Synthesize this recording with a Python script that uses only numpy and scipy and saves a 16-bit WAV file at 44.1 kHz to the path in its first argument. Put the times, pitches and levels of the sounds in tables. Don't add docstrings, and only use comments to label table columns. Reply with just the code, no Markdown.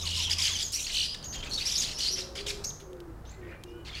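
import sys
import numpy as np
from scipy import signal
from scipy.fft import rfft, irfft, next_fast_len
from scipy.io import wavfile
from scipy.ndimage import uniform_filter1d, map_coordinates

SR = 44100
rng = np.random.default_rng(int(sys.argv[2]) if len(sys.argv) > 2 else 0)


def inscribe(sig):
    pcm = np.round(np.clip(np.atleast_2d(sig).T, -1, 1) * 32767)
    wavfile.write(sys.argv[1], SR, pcm.astype(np.int16))


def volts_from_decibels(level):
    exponent = np.asarray(level, float) / 20
    return 10 ** exponent


N = 176400
T = np.arange(N) / SR
ATTACK_S, RELEASE_S = 0.006, 0.016


def unit(x):
    return x / np.sqrt(np.mean(x ** 2) + 1e-20)


def along(points, hz):
    f, v = np.transpose(points)
    return np.interp(np.log(hz + 1), np.log(f + 1), v)


def wobble(rate, size):
    knots = rng.standard_normal(2400)
    return map_coordinates(knots, [np.arange(size) * min(rate / SR, 2390 / size)])


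def noise(spectrum, size):
    m = next_fast_len(size + 8192)
    colour = volts_from_decibels(along(spectrum, np.fft.rfftfreq(m, 1 / SR)))
    return unit(irfft(rfft(rng.standard_normal(m)) * colour, m)[:size])


def gate(t, length, attack, release):
    return np.clip(np.minimum(t / attack, (length - t) / release + 0.5), 0, 1) ** 2


def hoarse(rough, size):
    rough = np.clip(rough, 0, 1)
    return np.sqrt(1 - rough ** 2) + rough * unit(wobble(1000, size))


def tone(hz, overtones_db, rough=0):
    turn = 2 * np.pi * np.cumsum(hz) / SR
    total = 0
    for k, db in enumerate([0, *overtones_db], start=1):
        audible = k * hz < SR / 2
        total = total + volts_from_decibels(db) * hoarse(rough * k, len(hz)) * np.sin(k * turn) * audible
    return np.sqrt(2) * total


def add(mix, s, sound):
    i = round(s * SR)
    mix[max(i, 0):i + len(sound)] += sound[max(-i, 0):N - i]


def squawk_voice(hz, size):
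    rasp = volts_from_decibels(5 * np.minimum(wobble(150, size), 1))
    pitch = hz * np.exp(0.075 * wobble(150, size))
    return rasp * tone(pitch, [-17], rough=0.8)


def squawks():
    # (start [s], length [s], level [dB], upper voice [Hz])
    squawk_calls = [(-.02, 0.11, -40, 5500), (0.149, 0.1, -36, 5430), (0.052, 0.21, -37, 5170),
                    (0.292, 0.052, -27.5, 4770), (0.378, 0.095, -28, 5114), (0.431, .07, -32.5, 4590),
                    (0.448, 0.057, -31, 4177), (0.49, 0.15, -35.5, 4834), (0.584, 0.055, -32.5, 4984),
                    (0.717, 0.072, -34.5, 6440), (0.786, 0.08, -36, 5940), (0.861, 0.063, -34.5, 4420),
                    (0.913, 0.16, -37.5, 5790), (0.932, .14, -39.5, 4306), (1.138, 0.018, -33, 3994),
                    (1.321, 0.046, -39, 4366), (1.423, 0.063, -41.5, 3597), (1.49, 0.41, -43.5, 5920),
                    (1.578, 0.14, -38.5, 4400), (1.649, 0.2, -34, 5296), (1.709, 0.055, -33.5, 5300),
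                    (1.761, 0.021, -49, 4660), (1.81, 0.09, -37, 4526), (1.868, 0.08, -39.5, 4580),
                    (1.98, 0.11, -34, 4785), (2.064, 0.088, -41.5, 4670), (2.153, 0.077, -37, 5000),
                    (2.349, 0.072, -40, 4810), (2.349, 0.069, -40.5, 3174), (2.46, 0.063, -34.5, 5150),
                    (2.459, 0.057, -37, 3500), (2.159, 0.056, -44.5, 2890), (2.636, 0.022, -36, 5840),
                    (3.845, 0.054, -46, 4300), (3.858, 0.11, -45, 3216), (3.942, .08, -45.5, 4490),
                    (3.963, .06, -44, 2910), (3.409, 0.16, -61, 2580), (3.468, 0.06, -68, 3900),
                    (3.636, 0.09, -67.5, 5500), (1.222, 0.044, -45, 4500), (1.371, 0.048, -48, 4520),
                    (1.434, 0.047, -49.5, 6560), (3.247, 0.11, -59.5, 3900)]
    # (frequency [Hz], density [dB per Hz])
    gape_breath = [(710, -35), (1200, -28.5), (5410, -14), (6440, -12), (9610, -25), (16000, -40)]
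    breath_voice_hz = 4900
    mix, t = np.zeros(N), T[:int(0.25 * SR)]
    for s, length, db, hz in squawk_calls:
        upper = squawk_voice(hz, len(t))
        lower = volts_from_decibels(-3) * squawk_voice(hz * 0.68, len(t))
        lowest = volts_from_decibels(-12) * squawk_voice(hz * 0.46, len(t))
        voices = unit(upper + lower + lowest)
        gape = [(f * hz / breath_voice_hz, level) for f, level in gape_breath]
        breath = unit(volts_from_decibels(2.5 * wobble(38, len(t))) * noise(gape, len(t)))
        envelope = volts_from_decibels(db - 2.5) * gate(t, length, ATTACK_S, RELEASE_S)
        add(mix, s, envelope * (voices + volts_from_decibels(-5) * breath))
    return mix


def squeal_strand(hz, rough, waver, overtones_db):
    flutter = volts_from_decibels(rough * 7 * np.minimum(wobble(113.0, len(hz)), 0.5))
    pitch = hz * np.exp(rough * waver * wobble(194.7, len(hz)))
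    return flutter * tone(pitch, overtones_db, rough)


def glide(db, rough, points, waver, overtones_db):
    s, hz = np.transpose(points)
    t = T[:int(0.4 * SR)]
    pitch = uniform_filter1d(np.interp(t + s[0], s, hz), size=200)
    main = squeal_strand(pitch, rough, waver, overtones_db)
    lower = squeal_strand(pitch * 0.8, 0.645, waver, overtones_db)
    both = main + rough * volts_from_decibels(-11.5) * lower
    return volts_from_decibels(db) * gate(t, s[-1] - s[0], ATTACK_S, RELEASE_S) * unit(both)


def squeals():
    # (level [dB], roughness [0-1], pitch points (time [s], pitch [Hz]))
    early_cries = [(-41.5, 0.34, [(-.01, 4100), (.05, 3440)]), (-35, 0.65, [(.19, 3000), (.235, 3080),
                   (.26, 3404), (.295, 2780)]), (-44, .6, [(.01, 6040), (.04, 6640), (.06, 6500)]),
                   (-43.5, .6, [(.165, 4900), (.195, 5740), (.24, 6000), (.29, 5350)]),
                   (-36.5, 0.28, [(.44, 2950), (.53, 3450), (.578, 2920)]), (-37.5, 0.67, [(.44, 6140),
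                   (.49, 6850), (.54, 6360), (.58, 5780)]), (-36, 0.4, [(.622, 7500), (.665, 6380),
                   (.692, 6380)]), (-43, .6, [(.365, 2700), (.42, 2113)]), (-30.5, 0.58, [(.728, 5440),
                   (.78, 5950)]), (-44, 0.485, [(.76, 6900), (.8, 7250), (.87, 6480)]),
                   (-46, 0.91, [(.73, 3000), (.77, 2580), (.86, 3400)]), (-38.5, 0.57, [(1.03, 4855),
                   (1.15, 4830)]), (-45.5, 0.4, [(1.07, 2247), (1.105, 3310), (1.14, 3220)]),
                   (-42, 0.42, [(1.237, 6200), (1.255, 6720), (1.28, 6720), (1.3, 6190), (1.325, 6370),
                   (1.345, 6870), (1.375, 6500)]), (-46, 0.45, [(1.34, 3276), (1.42, 3080)]),
                   (-39.5, .3, [(1.423, 3410), (1.44, 2970)]), (-47.5, 0.27, [(1.465, 2550), (1.49, 2600)])]
    # (level [dB], roughness [0-1], pitch points (time [s], pitch [Hz]))
    late_cries = [(-36, 0.48, [(1.507, 4450), (1.525, 4240), (1.56, 4410), (1.575, 4130)]),
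                  (-31.5, 0.43, [(1.572, 3610), (1.588, 3860), (1.6, 3460)]), (-37, .7, [(1.605, 4500),
                  (1.635, 4530)]), (-29, 0.57, [(1.65, 4395), (1.667, 5530), (1.685, 5550), (1.702, 4600)]),
                  (-32, 0.66, [(1.53, 5390), (1.552, 5600)]), (-43, 0.55, [(1.598, 2413), (1.635, 2800)]),
                  (-49.5, 0.42, [(1.85, 2500), (1.875, 2735), (1.925, 2540)]), (-30.5, 0.79, [(1.75, 4700),
                  (1.775, 5950), (1.79, 6710), (1.815, 6300)]), (-31, 0.57, [(1.752, 4610), (1.77, 4610),
                  (1.79, 3570)]), (-29.5, 0.92, [(1.81, 5260), (1.83, 4656), (1.85, 3810)]),
                  (-38.5, 0.56, [(1.94, 5500), (1.965, 5170), (1.99, 6050), (2.03, 5380), (2.05, 4860)]),
                  (-45, 0.33, [(1.97, 2900), (1.986, 2970)]), (-32.5, 0.75, [(2.0, 4510), (2.04, 4400),
                  (2.07, 4254), (2.095, 4900), (2.122, 5890), (2.16, 5240)]), (-42, 0.65, [(2.165, 3190),
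                  (2.18, 5300), (2.203, 5600), (2.215, 4200), (2.233, 3600)]), (-37, 0.59, [(2.638, 3380),
                  (2.648, 5460), (2.662, 6530), (2.69, 6560), (2.71, 6050)]), (-44, .5, [(2.697, 6000),
                  (2.706, 3750), (2.714, 2200)]), (-56.5, 0.6, [(3.26, 6100), (3.295, 6200), (3.315, 7300),
                  (3.33, 7450)]), (-26, 0.075, [(3.949, 4120), (3.954, 4400)])]
    # (level [dB], roughness [0-1], pitch points (time [s], pitch [Hz]))
    far_whistles = [(-55, 0.69, [(3.41, 1850), (3.48, 1890), (3.5, 2426), (3.56, 2390)]),
                    (-52.5, 0.67, [(3.5, 1783), (3.565, 1860)]), (-63, 0.51, [(3.32, 2017), (3.4, 2040)]),
                    (-70.5, 0.3, [(3.65, 2400), (3.84, 2450)]), (-62, 0.32, [(3.54, 2233), (3.63, 2480)]),
                    (-64, 0.31, [(3.655, 2800), (3.79, 2990), (3.84, 2930)]), (-64.5, 0.21, [(3.73, 1452),
                    (3.84, 1493)])]
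    mix = np.zeros(N)
    for db, rough, points in early_cries + late_cries:
        add(mix, points[0][0], glide(db, rough, points, waver=0.03, overtones_db=[-21.5]))
    for db, rough, points in far_whistles:
        add(mix, points[0][0], glide(db, rough, points, waver=0.012, overtones_db=[]))
    return mix


def trills():
    # (first peak [s], length [s], level [dB], beat rate [per s], low pitch [Hz])
    trill_calls = [
        (0.039, 0.23, -24.5, 54.2, 2910),
        (.919, 0.15, -18, 61, 2948),
    ]
    mix, t = np.zeros(N), T[:int(0.25 * SR)]
    for s, length, db, rate, hz in trill_calls:
        beat = np.abs(np.sin(np.pi * rate * t)) ** 4
        pitch = hz * (1 + 0.52 * beat) * np.exp(0.0326 * wobble(200, len(t)))
        swell_db = 4 * (beat - 3.5) + 1.8 * wobble(212.0, len(t))
        level = volts_from_decibels(db + swell_db) * gate(t, length, 0.029, 0.073)
        drone = volts_from_decibels(-8) * tone(hz * np.exp(0.0413 * wobble(120, len(t))), [-15], rough=0.7)
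        add(mix, s - 0.5 / rate, level * (tone(pitch, [-17], rough=0.45) + drone))
    return mix


def wings():
    # (start [s], level [dB], start pitch [Hz])
    wing_strokes = [(0.028, -51.5, 1235), (.17, -50, 1124), (.27, -50.5, 1040), (0.371, -51, 1187),
                    (0.483, -52, 1237)]
    length_s, fall = 0.07, 0.3
    mix, t = np.zeros(N), T[:int(0.1 * SR)]
    for s, db, hz in wing_strokes:
        pitch = hz * (1 - fall * t / length_s) * np.exp(0.061 * wobble(179, len(t)))
        envelope = volts_from_decibels(db - 1.0) * gate(t, length_s, 0.0056, 0.058)
        add(mix, s, envelope * tone(pitch, [-5], rough=0.25))
    return mix


def claws():
    # (time [s], peak level [dB], decay t60 [s])
    claw_ticks = [(2.9316, -32.5, 0.0037), (2.9687, -46, 0.0085), (3.003, -36, 0.019), (4, -48, 0.0047),
                  (3.5114, -45, 0.006), (3, -52, 0.0061), (2.8, -40, 0.13), (2.1, -42, .006),
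                  (2.413, -42, .005), (3.637, -26, 0.017)]
    # (frequency [Hz], density [dB per Hz])
    wire_ring = [(1200, 3), (3500, 19), (7000, 7), (15000, -1)]
    mix, t = np.zeros(N), T[:int(0.1 * SR)]
    for s, db, t60 in claw_ticks:
        decay_db = -60 * t / max(t60, 0.002)
        add(mix, s, volts_from_decibels(db - 10 + decay_db) * noise(wire_ring, len(t)))
    return mix


def pigeon():
    # (start [s], length [s], level [dB], start pitch [Hz], end pitch [Hz])
    coo_notes = [(2.075, 0.264, -51.5, 370, 373.4), (2.349, 0.267, -48, 400, 413.3),
                 (2.155, 0.366, -53.5, 545, 536), (2.779, 0.34, -49.5, 398, 325.3),
                 (2.82, 0.188, -55.5, 520, 520), (3.355, 0.18, -50.5, 376.7, 325.4),
                 (3.623, 0.222, -49.5, 365, 345), (3.43, .13, -54, 500, 560), (3.63, 0.193, -61, 470, 490),
                 (3.04, 0.092, -58, 330, 266)]
    # (frequency [share of pitch], density [dB per Hz])
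    coo_breath = [(.6, -28), (.85, 2), (1.3, -6.5), (1.7, -43)]
    edge_s = 0.03
    mix, t = np.zeros(N), T[:int(0.5 * SR)]
    for s, length, db, start_hz, end_hz in coo_notes:
        slide = start_hz + (end_hz - start_hz) * t / length
        pitch = slide * np.exp(0.016 * wobble(47.3, len(t)))
        breath = volts_from_decibels(-8) * noise([(share * start_hz, level) for share, level in coo_breath], len(t))
        purr = 1 + 0.28 * wobble(79.5, len(t))
        envelope = volts_from_decibels(db) * gate(t, length, edge_s, edge_s)
        add(mix, s, envelope * (purr * tone(pitch, []) + breath))
    return mix


def garden(x):
    # (frequency [Hz], decay t60 [s])
    garden_decay = [(300, 0.39), (6000, 0.46), (12000, 0.5)]
    delay_s = 0.012
    hz, t, z = signal.stft(rng.standard_normal(SR), SR, nperseg=256)
    decay = volts_from_decibels(-60 * t / along(garden_decay, hz)[:, None])
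    tail = signal.istft(z * decay, SR, nperseg=256)[1]
    delayed = np.pad(x, (int(delay_s * SR), 0))
    return signal.fftconvolve(delayed, tail / np.linalg.norm(tail))[:N]


def town():
    # (time [s], pitch [Hz], level [dB])
    engine_drone = [(0.0, 83.1, -41.5), (0.364, 83.96, -41.5), (0.6, 87.6, -48.5)]
    # (pitch [Hz], level [dB])
    machine_hums = [(59, -52.5), (98, -57.5), (150, -60.5)]
    # (frequency [Hz], density [dB per Hz])
    traffic_colour = [(12, -36), (20, 8), (235, -7), (382, -9.5), (646, -12.5), (1480, -17), (2050, -26),
                      (3250, -60), (5500, -120)]
    # (time [s], level [dB])
    traffic_level = [(0.0, -54), (1.5, -54), (4.0, -56)]
    # (frequency [Hz], density [dB per Hz])
    hiss_colour = [(1180, -28), (2000, 0.5), (13300, -9), (16000, -9)]
    s, hz, db = np.transpose(engine_drone)
    drone_db = np.interp(T, [*s, s[-1] + 0.35], [*db, -90])
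    mix = volts_from_decibels(drone_db + 0.89 * wobble(9.1, N)) * tone(np.interp(T, s, hz), [-14])
    for hum_hz, hum_db in machine_hums:
        pitch = hum_hz * np.exp(0.0481 * wobble(12, N))
        mix += volts_from_decibels(hum_db + 2.25 * wobble(5.89, N)) * tone(pitch, [])
    rumble_db = np.interp(T, *np.transpose(traffic_level)) + 7 + 1.63 * wobble(6.46, N)
    mix += volts_from_decibels(rumble_db) * noise(traffic_colour, N)
    return mix + volts_from_decibels(-67.5) * noise(hiss_colour, N)


def scene():
    birds = squawks() + squeals() + trills() + pigeon()
    echoes = volts_from_decibels(-7.5) * garden(birds)
    return (birds + echoes + wings() + claws() + town())[None]


def low_pass(x):
    return signal.sosfilt(signal.butter(12, 16470, fs=SR, output="sos"), x)


def record(dry):
    top_hz = 15830
    kept = irfft(rfft(dry) * (np.fft.rfftfreq(N, 1 / SR) < top_hz), N)
    return low_pass(kept)


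dry = scene()
out = record(dry)
inscribe(out)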